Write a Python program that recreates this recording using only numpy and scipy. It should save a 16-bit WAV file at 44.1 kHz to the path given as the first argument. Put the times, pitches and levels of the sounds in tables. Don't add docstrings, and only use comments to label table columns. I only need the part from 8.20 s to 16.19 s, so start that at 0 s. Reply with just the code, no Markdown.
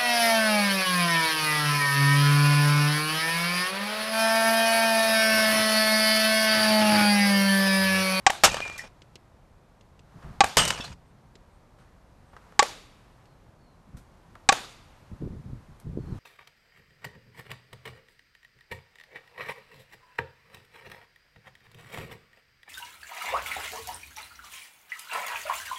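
import sys
import numpy as np
from scipy import signal
from scipy.fft import rfft, irfft, next_fast_len
from scipy.io import wavfile
from scipy.ndimage import uniform_filter1d

SR = 44100
rng = np.random.default_rng(int(sys.argv[2]) if len(sys.argv) > 2 else 0)


def transcribe(u):
    v = np.clip(np.atleast_2d(u).T, -1, 1)
    q = np.round(v * 32767).astype(np.int16)
    wavfile.write(sys.argv[1], SR, q)


N = 352359
TIME = np.arange(N) / SR


def from_db(db):
    return 10 ** (np.asarray(db) / 20)


def rms_one(x):
    return x / np.sqrt(np.mean(x ** 2) + 1e-20)


def at_hz(points, hz):
    f, value = np.transpose(points)
    return np.interp(np.log(np.maximum(hz, 1)), np.log(f), value)


def cut(x, hz, kind, order=2):
    sos = signal.butter(order, np.clip(hz, 10, 0.45 * SR), kind, fs=SR, output="sos")
    return signal.sosfilt(sos, x + 1e-18)


def colour(x, spectrum, tilt_db=0):
    size = next_fast_len(len(x))
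    hz = np.arange(size // 2 + 1) * SR / size
    gain = from_db(at_hz(spectrum, hz) + tilt_db * np.log2(1 + hz / 500))
    return rms_one(irfft(rfft(x, size) * gain, size)[:len(x)])


def drift(knots_per_s):
    knots = rng.standard_normal(4000)
    return rms_one(np.interp(TIME * knots_per_s, np.arange(len(knots)), knots))


def fade(t, t60):
    return from_db(-60 * t / t60)


def envelope(s, rise_s, hold_s, t60):
    t = TIME - s
    return np.clip(1 + t / rise_s, 0, 1) * fade(np.maximum(t - hold_s, 0), t60)


def add(out, s, sound):
    i = int(np.clip(round(s * SR), 0, N - 1))
    out[i:i + len(sound)] += sound[:N - i]


def struck(modes, t):
    out = 0
    for k, (hz, db, t60) in enumerate(modes):
        out = out + (-1) ** k * from_db(db) * np.sin(2 * np.pi * hz * t) * fade(t, t60)
    return out


def resonance(count, hz, width_hz):
    band_hz = [hz - width_hz / 2, hz + width_hz / 2]
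    return rms_one(cut(rng.standard_normal(count), band_hz, "band", order=1))


def bursts(rows, spectrum, grain_db):
    out, t = np.zeros(N), np.arange(SR // 4) / SR
    for s, db, t60, tilt_db in rows:
        white, size = rng.standard_normal((2, len(t)))
        clicks = colour(white * from_db(grain_db * size), spectrum, tilt_db)
        add(out, s, from_db(db) * clicks * fade(t, t60))
    return out


# frequency in Hz, relative density in dB per Hz.
AIR_SPECTRUM = [(15, -28), (25, -2.5), (57, -4), (79, -5.5), (118, -5), (264, -15), (293, -16.5),
                (373, -17.5), (427, -19), (529, -16.5), (978, -15.5), (3090, -31), (3930, -31.5),
                (12800, -42.5), (15000, -56)]
# time in seconds, level in dB.
AIR_HISS_LEVELS = [(0, -62.5), (1.2, -68), (3.8, -67), (4.8, -64), (5.4, -68), (6.7, -62.5), (7.99, -64.5)]
DISTANT_DB = -56.5


def open_air():
    air = colour(rng.standard_normal(N), AIR_SPECTRUM)
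    rumble = rms_one(cut(air, 600, "low", order=3))
    hiss = rms_one(cut(air, 900, "high", order=3))
    return from_db(DISTANT_DB) * rumble + from_db(np.interp(TIME, *np.transpose(AIR_HISS_LEVELS))) * hiss


# frequency in Hz, relative density in dB per Hz.
SCATTER_SPECTRUM = [(100, -13.5), (300, -6), (500, -3), (820, -2.5), (1300, 1), (2400, -3), (3900, -3.5),
                    (6000, -7), (9000, -11.5), (12000, -19.5), (14500, -24)]
# frequency in Hz, t60 in seconds.
SCATTER_DECAY = [(200, 0.94), (800, 0.43), (3500, 0.47), (7000, 0.46), (14000, 0.38)]


def scatter(t):
    out, edges_hz = 0, np.geomspace(100, 15000, 22)
    grains = rng.standard_normal((2, len(t))) * from_db(3.0 * rng.standard_normal(len(t)))
    for k, (low, high) in enumerate(zip(edges_hz, edges_hz[1:])):
        hz = np.sqrt(low * high)
        t60 = at_hz(SCATTER_DECAY, hz)
        patches = from_db(2.2 * np.interp(t, np.linspace(0, 1, 70), rng.standard_normal(70)))
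        decay = fade(t, t60) + from_db(-23) * fade(t, 1.8 * t60)
        band = cut(grains[k % 2], [low, high], "band")
        out = out + from_db(at_hz(SCATTER_SPECTRUM, hz)) * band * patches * decay
    return out * (1 - np.exp(-t / 0.013))


def reflections(sound, t):
    taps = (rng.random(len(t)) < 500 / SR) * rng.standard_normal(len(t)) * fade(t, 0.31)
    return signal.fftconvolve(sound, taps)[:len(t)]


# start in seconds, pock, snap, barrel ring and splinter levels in dB,
# pitch ratio of pock and snap, echo delay in seconds, thud level in dB, scatter and fence hum level in dB.
HITS = [(0.0651, 0.5, -0.5, -8.5, 4.5, 0.97, 0.033, -7, 0.5), (2.2059, 4, 2, -4, 1, 0.98, 0.032, -10, 2),
        (4.3924, -3.5, -6.5, -1, 3, 1.02, 0.0313, 1.5, 2), (6.2894, -1, 2, -3, 3, 0.98, 0.0319, -1.5, 4)]
# frequency in Hz, relative level in dB, t60 in seconds.
POCK_MODES = [(808, 9, 0.028), (927, 4, 0.02)]
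# frequency in Hz, relative level in dB, t60 in seconds.
SNAP_MODES = [(1622, 6.5, 0.02), (1740, 3.5, 0.019), (2074, 9, 0.0047), (2500, 1, 0.022)]
# frequency in Hz, relative level in dB, t60 in seconds.
BARREL_MODES = [(1132, -1, 0.062), (1600, -18, 0.05), (3830, -15, 0.035), (5400, -18, 0.035),
                (7480, -17, 0.03)]
# frequency in Hz, relative density in dB per Hz.
SPLINTER_SPECTRUM = [(100, -14), (400, -6), (1500, 3.5), (4000, -2.5), (7500, -5), (10000, -10),
                     (12000, -14), (15000, -25)]
# frequency in Hz, relative level in dB, t60 in seconds.
THUD_MODES = [(460, -22.5, 0.033), (575, -16, 0.035)]
# frequency in Hz, width in Hz, relative level in dB, t60 in seconds.
FENCE_HUM = [(805, 70, -41, 0.28), (1200, 170, -50.5, 0.66), (3640, 290, -48.5, 0.7), (4670, 300, -54, 0.8),
             (6700, 900, -50.5, 0.5), (2530, 970, -55, 1.3)]
SECOND_ECHO_S, REFLECTIONS_S = 0.0044, 0.005


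def bat():
    direct, echoes, t = np.zeros(N), np.zeros(N), np.arange(SR) / SR
    for s, pock_db, snap_db, ring_db, splinter_db, pitch, delay, thud_db, scatter_db in HITS:
        splinter = colour(rng.standard_normal(len(t)), SPLINTER_SPECTRUM)
        pock = from_db(pock_db) * struck(POCK_MODES, t * pitch)
        snap = from_db(snap_db) * struck(SNAP_MODES, t * pitch)
        shell = snap + from_db(ring_db) * struck(BARREL_MODES, t)
        splinter_decay = from_db(6.0) * fade(t, 0.016) + from_db(-29.5) * fade(t, 0.12)
        add(direct, s, pock + shell + from_db(splinter_db) * splinter * splinter_decay)

        echo_s = s + delay
        slap = from_db(-13.5) * np.sin(2 * np.pi * 720 * t) * fade(t, 0.0096)
        slap += from_db(-19) * cut(splinter, 3200, "low") * fade(t, 0.031)
        add(echoes, echo_s, slap + from_db(thud_db) * struck(THUD_MODES, t))
        bright = from_db(-24.5) * pock + from_db(-25) * shell + from_db(-18.0) * splinter * fade(t, 0.019)
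        add(echoes, echo_s + SECOND_ECHO_S, bright)
        copies = reflections(from_db(-42.5) * pock + from_db(-46.5) * shell, t)
        add(echoes, echo_s + REFLECTIONS_S, copies)
        hum = sum(from_db(db) * resonance(len(t), hz, width_hz) * fade(t, t60)
                  for hz, width_hz, db, t60 in FENCE_HUM)
        add(echoes, echo_s, from_db(scatter_db) * (from_db(-29.5) * scatter(t) + hum))
    return direct, echoes


# start in seconds, length in seconds, relative shiver level in dB,
# t60 of the sway in seconds, relative rumble level in dB.
SCREEN_CRASHES = [(0.237, 0.435, -35.5, 1.3, -42.5), (2.369, 0.365, -30.5, 0.94, -37)]
JOLT_DB, JOLT_T60_S = 6, 0.37
SHAKE_ATTACK_S, SETTLE_T60_S = 0.012, 0.08


def shaking():
    moving = shiver = rumble = 0
    for s, length, shiver_db, t60, rumble_db in SCREEN_CRASHES:
        t = np.maximum(TIME - s, 0)
        gate = envelope(s + SHAKE_ATTACK_S, SHAKE_ATTACK_S, length - SHAKE_ATTACK_S, SETTLE_T60_S)
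        motion = gate * (from_db(JOLT_DB) * fade(t, JOLT_T60_S) + fade(t, t60))
        moving = moving + gate
        shiver = shiver + from_db(shiver_db) * motion
        rumble = rumble + from_db(rumble_db) * motion
    return moving, shiver, rumble


def jingle(moving, per_s, spread_db, t60):
    out, t = np.zeros(N), np.arange(SR // 20) / SR
    active = np.flatnonzero(moving > 0.01)
    for when, size, *places in rng.random((int(per_s * len(active) / SR), 5)):
        modes = [(900 * 8 ** place, -5 * place, t60) for place in places]
        add(out, TIME[active[int(when * len(active))]], from_db(spread_db * size) * struck(modes, t))
    return out / np.std(out[active])


# start in seconds, frequency in Hz, width in Hz, level in dB, t60 in seconds.
SINGING_WIRES = [(0.302, 2425, 37, -38.5, 0.73), (0.413, 2398, 11, -31.5, 0.62),
                 (0.585, 1920, 38, -29, 0.1), (0.584, 5420, 31, -47.5, 0.23),
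                 (2.371, 2960, 60, -21.5, 0.44), (2.372, 8350, 180, -25.5, 0.33),
                 (2.60, 2650, 36, -37.5, 0.16), (2.60, 3440, 53, -36, 0.18), (2.60, 5400, 100, -36, 0.074),
                 (2.643, 4220, 300, -35.5, 0.11)]
WIRE_ATTACK_S = 0.01


def singing():
    out, t = np.zeros(N), np.arange(SR // 2) / SR
    for s, hz, width_hz, db, t60 in SINGING_WIRES:
        tone = resonance(len(t), hz, width_hz)
        level_tone = tone / np.sqrt(uniform_filter1d(tone ** 2, size=900))
        swell = from_db(db) * np.minimum(t / WIRE_ATTACK_S, 1) * fade(t, t60)
        add(out, s, swell * level_tone)
    return out


# start in seconds, level in dB, t60 in seconds,
# treble tilt in dB per octave, clink level in dB.
CLASHES = [(0.2360, -4, 0.11, 0.5, -20.5), (0.2446, -6, 0.07, 3, -19.5), (0.3434, -21.5, 0.016, -0.5, -21),
           (0.3683, -27, 0.019, -3, -28.5), (0.4036, -24, 0.015, -5.5, -31.5), (0.461, -37, 0.027, -5, -56),
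           (0.478, -39, 0.033, -1, -37), (0.499, -29, 0.012, -3, -50), (0.579, -39.5, 0.14, 7, -57),
           (0.638, -42, 0.13, -7, -58.5), (2.3698, -6.5, 0.033, 1, -10.5), (2.3769, -17, 0.16, 4, -25),
           (2.4011, -22, 0.025, -10.5, -19.5), (2.4518, -21.5, 0.021, 7, -33), (2.478, -24.5, 0.09, 6, -39),
           (2.5044, -18.5, 0.037, 1, -19.5), (2.5994, -27, 0.035, -12, -49),
           (2.642, -38.5, 0.099, 0.5, -44)]
# frequency in Hz, relative density in dB per Hz.
MESH_SPECTRUM = [(40, -3), (130, -3), (280, -4.5), (550, 5.5), (1100, 5.5), (1900, 0.5), (2900, 0.5),
                 (4000, -2.5), (5500, -3), (8000, -6.5), (9500, -13.5), (13000, -23), (15000, -31.5)]
# frequency in Hz, relative level in dB, t60 in seconds.
CLINK_MODES = [(560, -8, 0.03), (942, -6, 0.025), (1790, -3, 0.02), (2980, 0, 0.016), (3880, -10, 0.025),
               (4730, -8, 0.028), (6260, -11, 0.025), (8260, -18, 0.044)]


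def screen():
    moving, shiver_gain, rumble_gain = shaking()
    grains = rng.standard_normal(N) * from_db(3.5 * rng.standard_normal(N))
    shiver = from_db(-0.5) * colour(grains, MESH_SPECTRUM) * from_db(2.0 * drift(220))
    shiver = shiver + from_db(-3.5) * jingle(moving, per_s=170, spread_db=16.5, t60=0.024)
    rumble = rms_one(cut(rng.standard_normal(N), [35, 190], "band", order=3))
    out = shiver_gain * shiver + rumble_gain * rumble + moving * singing()
    t = np.arange(SR // 8) / SR
    for s, db, t60, tilt_db, clink_db in CLASHES:
        modes = np.array(CLINK_MODES) + rng.standard_normal((len(CLINK_MODES), 3)) * [25, 2, 0]
        add(out, s, from_db(clink_db) * struck(modes, t))
    return out + bursts([row[:4] for row in CLASHES], MESH_SPECTRUM, grain_db=1.0)


# start in seconds, level in dB.
TICK_TIMES = [(0.819, -44.5), (0.956, -38), (1.610, -52.5), (1.793, -50), (3.154, -45.5), (5.056, -57)]
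# frequency in Hz, relative density in dB per Hz.
TICK_SPECTRUM = [(150, 6), (450, 17), (1000, -11.5), (2600, 9.5), (5500, 1.5), (8000, 0), (10000, -35),
                 (15000, -57)]
TICK_T60_S, TICK_TILT_DB_PER_OCTAVE = 0.033, -1


def ticks():
    rows = [(s, db, TICK_T60_S, TICK_TILT_DB_PER_OCTAVE) for s, db in TICK_TIMES]
    return bursts(rows, TICK_SPECTRUM, grain_db=3.5)


# time the swell is full in seconds, level in dB.
STRIDES = [(2.05, -55.5), (4.25, -60.5), (6.199, -68), (7.97, -54.5)]
STRIDE_RISE_S, STRIDE_HOLD_S, STRIDE_T60_S = 0.24, 0.1, 0.8
# frequency in Hz, relative density in dB per Hz.
CLOTH_SPECTRUM = [(100, -7.5), (400, 0.5), (1200, 2), (2500, -12.5), (6000, -19), (14000, -28.5)]
# start in seconds, level in dB, t60 in seconds, treble tilt in dB per octave.
SCUFFS = [(2.02, -52.5, 0.41, -1.5), (3.585, -60.5, 0.54, 2), (4.132, -50.5, 0.08, -3.5),
          (4.165, -43.5, 0.072, -2.5), (4.323, -44.5, 0.026, -6), (5.768, -56, 0.23, 8),
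          (6.154, -46.5, 0.063, -2), (7.60, -58, 0.11, 11)]
# frequency in Hz, relative density in dB per Hz.
DIRT_SPECTRUM = [(150, -14.5), (700, 0.5), (1400, 3.5), (2300, -8), (5000, -17), (9000, -23.5),
                 (15000, -36.5)]


def batter():
    effort = sum(from_db(db) * envelope(s, STRIDE_RISE_S, STRIDE_HOLD_S, STRIDE_T60_S) for s, db in STRIDES)
    swish = effort * colour(rng.standard_normal(N), CLOTH_SPECTRUM)
    return swish + bursts(SCUFFS, DIRT_SPECTRUM, grain_db=6.5)


# time the swell is full in seconds, hold in seconds, relative level in dB.
GUSTS = [(1.95, 0.017, -46), (2.05, 0.049, -43), (2.136, 0.15, -47), (2.681, 0.052, -46.5),
         (5.699, 0.075, -48), (6.922, 0.024, -41), (7.026, 0.05, -33.5), (7.108, 0.066, -38),
         (7.257, 0.1, -40.5), (7.502, 0.017, -49), (7.656, 0.3, -38)]
GUST_RISE_S, GUST_T60_S = 0.03, 0.2
# start in seconds, approximate peak in dB, frequency in Hz.
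EDDIES = [(6.915, -31.5, 151), (7.023, -24, 334), (7.074, -27.5, 380), (7.331, -28, 169.7),
          (7.668, -29, 130), (7.773, -19, 332), (7.787, -23.5, 312), (7.923, -29.5, 108)]


def wind():
    gusts = [from_db(db) * envelope(s, GUST_RISE_S, hold, GUST_T60_S) for s, hold, db in GUSTS]
    strength = np.max(gusts, axis=0)
    low_noise = cut(rng.standard_normal(N), 180, "low", order=4)
    rumble = rms_one(cut(low_noise, 35, "high", order=1))
    flutter = rms_one(cut(rng.standard_normal(N), [160, 420], "band", order=3))
    lumps = from_db(2.0 * drift(59))
    out = strength * (rumble + flutter * strength / from_db(-26.0)) * lumps
    t = np.arange(SR // 10) / SR
    for s, db, hz in EDDIES:
        thump = 2 * np.sin(2 * np.pi * hz * t) * fade(t * hz, 3.57)
        add(out, s, from_db(db) * cut(thump, 495, "low", order=3))
    return out


# start in seconds, length in seconds, level in dB.
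WHISTLES = [(5.049, 0.11, -75.5), (5.363, 0.22, -73.5), (7.76, 0.24, -69.5)]
WHISTLE_FROM_HZ, WHISTLE_TO_HZ = 4520, 3950
CHIP_STARTS = [2.84, 3.302, 3.565, 4.05]
CHIP_S, CHIP_FROM_HZ, CHIP_TO_HZ, CHIP_DB = 0.09, 8380, 8560, -78


def bird():
    calls = [(s, length, WHISTLE_FROM_HZ, WHISTLE_TO_HZ, db) for s, length, db in WHISTLES]
    calls += [(s, CHIP_S, CHIP_FROM_HZ, CHIP_TO_HZ, CHIP_DB) for s in CHIP_STARTS]
    out, waver_hz = 0, 80 * drift(150)
    for start, length, from_hz, to_hz, db in calls:
        along = np.clip((TIME - start) / length, 0, 1)
        hz = from_hz + (to_hz - from_hz) * along + waver_hz
        out = out + from_db(db) * np.sin(np.pi * along) * np.sin(2 * np.pi * np.cumsum(hz) / SR)
    return out


OVERLOAD = 0.41


def overload(x):
    return x / (1 + (x / OVERLOAD) ** 12) ** (1 / 12)


def scene():
    direct, echoes = bat()
    flattened = overload(cut(direct, 8800, "low", order=6))
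    crack = signal.sosfiltfilt(signal.butter(8, 9000, fs=SR, output="sos"), flattened + 1e-18)
    rest = open_air() + echoes + screen() + ticks() + batter() + wind() + bird()
    return (crack + overload(rest))[None]


def record(dry):
    return cut(dry, 13800, "low", order=20)


dry = scene()
out = record(dry)
transcribe(out)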